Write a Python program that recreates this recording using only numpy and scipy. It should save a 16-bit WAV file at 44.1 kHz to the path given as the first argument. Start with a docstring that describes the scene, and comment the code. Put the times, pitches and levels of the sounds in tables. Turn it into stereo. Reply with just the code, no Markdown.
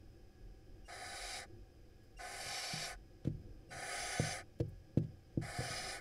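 """Owl chicks begging in a nest box

Inside a wooden box, one small microphone close to the chicks, the same signal on both channels.
Four long rasping hisses of filtered noise, three led in by a thin sagging whistle, ring in the hollow box.
Feet knock and shuffle on the boards (noise and impulses through floor modes) and litter crunches in grains.
Behind them lie slow low bumps of the box and a low wavering drone under a faint even hiss."""
import sys
import numpy as np
from scipy import signal
from scipy.fft import rfft, irfft
from scipy.io import wavfile
from scipy.ndimage import map_coordinates

SR = 44100
rng = np.random.default_rng(int(sys.argv[2]) if len(sys.argv) > 2 else 0)


def store_wav(level_fs):
    """Save 16-bit WAV to argv[1]."""
    pcm = np.round(np.clip(np.atleast_2d(level_fs), -1, 1) * 32767)
    wavfile.write(sys.argv[1], SR, pcm.T.astype(np.int16))


N = 264908

# hisses: start t/s, length t/s, time the beak takes to open t/s, then with the beak wide open:
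# throat level/dB, edge level/dB, sizzle level/dB, sizzle centre f/Hz
HISSES = [(.878, .588, 0.5, -50.5, -47, -55, 8700), (2.186, 0.78, 0.36, -49, -45.5, -53.5, 7800),
          (3.703, 0.7344, 0.3, -45, -47.5, -51.5, 9500), (5.412, 0.609, 0.3, -47.5, -47.5, -54, 9200)]
# peaks and nulls that the pose of the head adds, one list a hiss: f/Hz, width f/Hz, level/dB
HEAD_POSES = [
    [(890, 110, 4), (2630, 520, -3), (3900, 200, 3.5), (5800, 200, -7), (8746, 100, -7)],
    [(1063, 84, 9), (1166, 44, -11), (2600, 250, 2), (3850, 440, 2.5), (4500, 56, 6.5), (5570, 150, 4),
     (8280, 140, 11), (11300, 500, 5.5)],
    [(1070, 160, -5.5), (3234, 55, 14), (3280, 60, -10), (4850, 130, 6.5), (5150, 490, -10), (5330, 68, 12),
     (5900, 180, 6), (6460, 92, 11), (14700, 600, -6)],
    [(2650, 120, -17), (3540, 130, 5.5), (3630, 100, -15), (4400, 130, 4), (5800, 270, -6), (5940, 84, 3),
     (11900, 200, 0), (12680, 250, 7)],
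]
# spectrum of the air rushing in the throat: f/Hz, level/dB
THROAT = [(100, -34), (250, -8), (700, 2), (1100, 1.5), (2200, -1), (2900, -3.5), (4500, -3), (6000, -2),
          (7000, -6.5), (10000, -9), (11100, -14.5), (12000, -22), (15500, -29)]
# resonances and nulls of the air in the box: f/Hz, width f/Hz, level/dB
BOX_AIR = [(386, 30, 14), (516, 85, 12), (731.4, 172, 19.5), (813.2, 36, 12), (893, 122, -20.5),
           (1264, 110, 12), (1340, 37, -14), (1498, 66, 13.5), (1667, 40, -6), (1733, 252, 14),
           (2033, 130, 12), (2192, 67, 12.5), (2355, 117, 9), (2694, 98, -10.5), (2954, 41, -12),
           (3000, 250, 6), (3204, 51, -15), (3346, 40, -16), (3600, 56, -7), (3800, 34, 7.5),
           (3970, 45, 3.5), (4300, 110, -5), (4470, 78, 7.5), (4564, 75, -12), (4824, 200, 7.5),
           (5230, 470, 4), (6330, 120, 7.5), (6520, 174, -20.5), (7500, 340, 1), (8320, 270, -10.5),
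           (9600, 440, 2), (10300, 160, 6)]
# squeaks as the throat narrows: t/s, length t/s, pitch f/Hz, level/dB, fall per harmonic level/dB
SQUEAKS = [(.838, 0.041, 2840, -71, -5), (2.161, 0.027, 2820, -66, -6), (3.682, 0.033, 2780, -73, -0.5)]
# foot knocks: t/s, level/dB relative to the full level in knock(), contact t/ms,
# mode that this spot favours or misses f/Hz, its level/dB
KNOCKS = [(2.462, -31, 6, 158, -7), (2.734, -20.5, 0.71, 178, 16), (3.251, -18, .9, 273, -6),
          (3.2725, -7.5, 1.6, 285, 6.5), (3.762, -29, 6.7, 123, 7), (4.197, -5.5, 0.31, 324, -5.5),
          (4.599, -15, 0.54, 478, 24.5), (4.6025, -8.5, 1.4, 213, -32.5), (4.607, -43, 0.15, 355, -8),
          (4.9725, -2.5, 0.95, 240, 5), (5.374, -7.5, 1.23, 293, 8), (5.587, -16, 1.9, 249, -7),
          (5.604, -16, 0.15, 504, 9), (5.703, -26.5, 2.5, 140, -1)]
# spectrum of a push on the boards: f/Hz, level/dB
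THUD = [(30, -23), (70, 3), (110, -1.5), (180, 1.5), (330, -0.5), (420, -23.5), (540, -0.5), (650, -7),
        (900, -18), (1500, -54), (4000, -75)]
# modes of the floor boards: f/Hz, width f/Hz, level/dB
BOARD_MODES = [(88.5, 5, 12.5), (112.2, 15, 17), (129.6, 14, 13.5), (156.5, 15.7, 17), (193, 32, 2.5),
               (211.4, 9.7, 7), (253.7, 15, 6), (288, 19, 3.5), (336, 35, 9), (383.3, 12, 11),
               (439.5, 103, 18.5), (482.6, 42, 7)]
# litter crunching under the claws: t/s, length t/s, level/dB, tilt level/dB per octave
CRUNCHES = [(2.03, .04, -82, 15), (3.243, 0.043, -65.5, -2), (3.268, 0.029, -67.5, -1.5),
            (4.587, 0.017, -75, 7), (4.5985, 0.021, -57.5, -2), (4.68, .04, -76, 14),
            (4.9715, 0.03, -59.5, -2), (5.02, 0.052, -77, 0), (5.32, .07, -87, 0), (5.374, 0.011, -73, -10)]
# spectrum of dry litter: f/Hz, level/dB
LITTER = [(300, 1.5), (700, -6), (2000, 1.5), (4000, -2), (7000, -7.5), (10500, -12.5), (15000, -22)]
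# soft low bumps of the box: t/s, level/dB relative to the full level in bump()
BUMPS = [(.39, -53.5), (.76, -59.5), (1.17, -54), (1.54, -56), (2.11, -56), (2.88, -53.5), (3.26, -53),
         (4.68, -56), (5.3, -55)]
# chicks shifting their weight on the boards: middle t/s, length t/s, level/dB
SHUFFLES = [(2.644, 1.7, -69), (3.74, 0.39, -59), (4.9, 2.5, -67), (5.7, 0.39, -58)]
# relative spectrum of the background: f/Hz, level/dB
BACKGROUND = [(20, -2.5), (45, -3), (80, -8), (170, -22.5), (350, -28.5), (600, -34), (950, -39.5),
              (1500, -36), (3000, -38.5), (4100, -41.5), (5800, -39), (7000, -45), (14000, -49),
              (15500, -52)]
# humps and thin whines of the background: f/Hz, width f/Hz, level/dB
DRONE = [(112.2, 27, 8.5), (204, 14, 12.5), (299, 69, 3.5), (340.3, 109, 15.5), (513, 124, 14),
         (764, 96, 16), (1194, 120, 5), (1624, 115, 9), (1670, 12, 10.5), (2230, 90, 3.5), (2500, 130, 6),
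         (3090, 90, 7), (5030, 390, 10.5), (7400, 22, 6)]

BACKGROUND_DB = -60
BAND_EDGE_HZ = 15720
SIZE = 32768  # samples in a spectrum
HZ = np.fft.rfftfreq(SIZE, 1 / SR)
SAG = 0.03  # share of its pitch that a squeak loses by its end
# the air starts and stops quickly; the beak shuts just before it stops
ATTACK_S, RELEASE_S, SHUT_S = 0.012, 0.03, 0.075
# levels with the beak shut, the same for every hiss
SHUT_THROAT_DB, SHUT_EDGE_DB, SHUT_SIZZLE_DB = -51.5, -60, -65
# the centre of the sizzle moves as the beak parts
SHUT_SIZZLE_HZ, HALF_OPEN_SIZZLE_HZ = 7950, 9350
FLOW_POWER = 2.6  # the flow of air is nearly full well before the beak is wide open


def hiss(length, open_s, throat_db, edge_db, sizzle_db, open_hz, pose, rasp_db=0.37, rasp_hz=170,
         flutter_db=0.5, flutter_hz=35, jet_db=-5, jet_width_hz=1000):
    """Turbulent air in the throat; an edge and a sizzle grow as the beak opens, until it snaps shut."""
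    t = np.arange(0, length, 1 / SR)
    attack = np.minimum(t / ATTACK_S, 1)
    release = np.minimum((length - t) / RELEASE_S, 1)
    opening = t / open_s
    shutting = (length - RELEASE_S - t) / SHUT_S
    gape = np.clip(np.minimum(opening, shutting), 0, 1)
    flow = 1 - (1 - gape) ** FLOW_POWER

    low, mid = below(2350), below(6870)
    throat = turbulence(pose, low, gape)
    edge = turbulence(pose, mid * (1 - low), gape)
    sizzle = turbulence(pose, 1 - mid, gape)
    # the gap of the beak lifts one moving part of the sizzle
    sizzle_hz = np.interp(gape, [0, 0.5, 1], [SHUT_SIZZLE_HZ, HALF_OPEN_SIZZLE_HZ, open_hz])
    jet = resonate(sizzle, sizzle_hz, jet_width_hz)
    sizzle = evened(sizzle + gain_of(jet_db) * jet)

    body = close(throat) * gain_of(SHUT_THROAT_DB + (throat_db - SHUT_THROAT_DB) * flow)
    treble = edge * gain_of(SHUT_EDGE_DB + (edge_db - SHUT_EDGE_DB) * gape)
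    treble += sizzle * gain_of(SHUT_SIZZLE_DB + (sizzle_db - SHUT_SIZZLE_DB) * flow)
    rasp = rasp_db * wander(len(t), SR / rasp_hz)
    flutter = flutter_db * wander(len(t), SR / flutter_hz)
    # the treble needs more pressure and so dies first
    return attack * release * (body + treble * release) * evened(gain_of(rasp + flutter))


def turbulence(pose, share, gape, scatter_db=4.0, scatter_hz=60):
    """One band of rushing air; wall echoes comb its treble finely, and the comb changes with the gape."""
    colour = shape(THROAT, BOX_AIR + pose) + 10 * np.log10(share + 1e-8)
    depth_db = scatter_db * (1 - below(2950, order=2)) * below(15000, order=1)

    def combed():
        comb_db = depth_db * wander(len(HZ), scatter_hz / HZ[1])
        return noise(colour + comb_db, len(gape))

    shut, wide = combed(), combed()
    return shut * np.sqrt(1 - gape ** 2) + wide * gape


def close(air, length=0.09, open_hz=2300, shut_hz=1350, width_hz=300, depth=0.11):
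    """As the beak shuts, part of the last air narrows into one falling, fuzzy whistle."""
    left_s = np.arange(len(air))[::-1] / SR
    shut = np.clip(1 - left_s / length, 0, 1)
    whistle = evened(resonate(air, open_hz + (shut_hz - open_hz) * shut, width_hz))
    share = depth * np.minimum(2 * shut, 1)
    return (1 - share) * air + share * whistle


def squeak(length, hz, db, fall_db, jitter=0.0094, top_db=-7, leak_db=1):
    """The narrowed throat whistles in four harmonics and sags, while more and more air leaks past."""
    u = np.linspace(0, 1, int(length * SR))
    pitch = hz * (1 - SAG * u ** 3) * (1 + jitter * wander(len(u), 122))
    turn = 2 * np.pi * np.cumsum(pitch) / SR
    tone = 0
    for k in range(4):
        harmonic_db = fall_db * k + top_db * max(k - 2, 0)  # the fourth is weakened further
        tone = tone + gain_of(harmonic_db) * np.sin((k + 1) * turn)
    tone = evened(tone * np.sin(np.pi * u) * u)
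    leak_colour = shape(THROAT) + 10 * np.log10(1 - below(6500, order=2) + 1e-8)
    leak = noise(leak_colour, len(u)) * u ** 2
    return gain_of(db) * (tone + gain_of(leak_db) * leak)


def knock(db, contact_ms, spot_hz, spot_db, full_db=-16, spot_width_hz=110, lag_hz=170,
          shake_db=-27, shake_t60=0.3):
    """A foot pushes the boards and rings their modes; a longer contact weakens the upper ones."""
    softness_db = -20 * np.log10(1 + (2 * HZ * contact_ms / 1000) ** 2)
    colour = shape(THUD, BOARD_MODES + [(spot_hz, spot_width_hz, spot_db)]) + softness_db
    # bending waves are slower in the bass, which arrives a little late
    lag = (1j * HZ - lag_hz) / (1j * HZ + lag_hz)
    blow = irfft(rfft(ring(colour), SIZE) * lag)[:len(HZ)]
    t = np.arange(len(blow)) / SR
    # the walls take up the blow and shake on
    shake = noise(shape(THUD) + softness_db, len(t))
    shake *= gain_of(shake_db - 60 * t / shake_t60) * np.minimum(t / 0.0076, 1)
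    return gain_of(db + full_db) * (blow / abs(blow).max() + shake)


def crunch(length, db, tilt_db, grain_db=3):
    """Dry litter gives way: a quick rise, then a grainy fade."""
    u = np.linspace(0, 1, int(length * SR))
    colour = shape(LITTER) + tilt_db * np.log2(HZ / 2000 + 0.11)
    grains = noise(colour, len(u)) * gain_of(grain_db * wander(len(u), 50))
    return gain_of(db) * evened(grains * u * (1 - u) ** 3)


def shuffle():
    """Each shift of weight swells and fades as a rumble of the boards."""
    t = np.arange(N) / SR
    power = 0
    for middle, length, db in SHUFFLES:
        swell = np.cos(np.pi * np.clip((t - middle) / length, -0.5, 0.5))
        power = power + (gain_of(db) * swell) ** 2
    return noise(shape(THUD, BOARD_MODES), N) * np.sqrt(power)


def bump(db, hz=43, length=0.19, full_db=-3.0):
    """A few slow swings of the whole box."""
    t = np.arange(0, length, 1 / SR)
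    swing = np.sin(2 * np.pi * hz * rng.uniform(0.98, 1.03) * t)
    fade = t * (length - t) ** 2 * np.sin(np.pi * t / length)
    return gain_of(db + full_db) * evened(swing * fade)


def background(waver_db=3.0):
    """A low drone of shaped noise that wavers, under a faint even hiss."""
    steady = noise(shape(BACKGROUND, DRONE), N)
    low = signal.sosfiltfilt(signal.butter(2, 600, fs=SR, output="sos"), steady)
    waver = gain_of(waver_db * wander(N, SR / 9))
    return gain_of(BACKGROUND_DB) * (steady + low * (waver - 1))


def gain_of(db):
    """The amplitude factor of a level in dB."""
    return 10 ** (np.asarray(db) / 20)


def evened(x):
    """The signal scaled to rms 1."""
    return x / np.sqrt(np.mean(x ** 2) + 1e-20)


def shape(points, peaks=()):
    """A smooth spectrum in dB with resonances and nulls laid on it."""
    f, db = np.transpose(points)
    smooth = np.interp(np.log(HZ + 1), np.log(f), db)
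    return smooth + sum(height / (1 + (2 * (HZ - hz) / width) ** 2) for hz, width, height in peaks)


def below(corner_hz, order=12):
    """The share of power under a crossover; a higher order is steeper."""
    return 1 / (1 + (HZ / corner_hz) ** (2 * order))


def ring(db):
    """The causal, minimum-phase impulse response that has this spectrum."""
    log_gain = np.log(gain_of(np.r_[db, db[-2:0:-1]]))
    return irfft(np.exp(np.conj(signal.hilbert(log_gain)))[:len(HZ)])


def noise(db, count):
    """Steady noise of rms 1 with this spectrum."""
    white = rng.standard_normal(count + SIZE - 1)
    return evened(signal.fftconvolve(white, ring(db), "valid"))


def wander(count, step):
    """Smooth chance of rms 1 that turns about once in every step samples."""
    knots = rng.standard_normal(count + 4)[:int(count / step) + 4]
    return evened(map_coordinates(knots, [np.arange(count) / step], order=2, mode="nearest"))


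def resonate(x, hz, width_hz):
    """A resonance of gain 1 that follows the curve hz: shift down, smooth, shift back."""
    turn = np.exp(2j * np.pi * np.cumsum(hz) / SR)
    r = np.exp(-np.pi * width_hz / SR)
    return 2 * (turn * signal.lfilter([1 - r], [1, -r], x / turn)).real


def add(mix, s, sound):
    """Lay a sound into the mix from s seconds on, cut at the end of the mix."""
    part = mix[max(round(s * SR), 0):][:len(sound)]
    part += sound[:len(part)]


def scene():
    """The hisses and the small events over the background, alike on both channels."""
    mix = background() + shuffle()
    for (start, *row), pose in zip(HISSES, HEAD_POSES):
        add(mix, start, hiss(*row, pose))
    for table, source in (SQUEAKS, squeak), (KNOCKS, knock), (CRUNCHES, crunch), (BUMPS, bump):
        for start, *row in table:
            add(mix, start, source(*row))
    return np.array([mix, mix])


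def record(dry):
    """One microphone on both channels, with a steep linear-phase band limit."""
    band = signal.firwin(711, BAND_EDGE_HZ, window=("kaiser", 9), fs=SR)
    return signal.oaconvolve(dry, band[None], "same")


dry = scene()
out = record(dry)
store_wav(out)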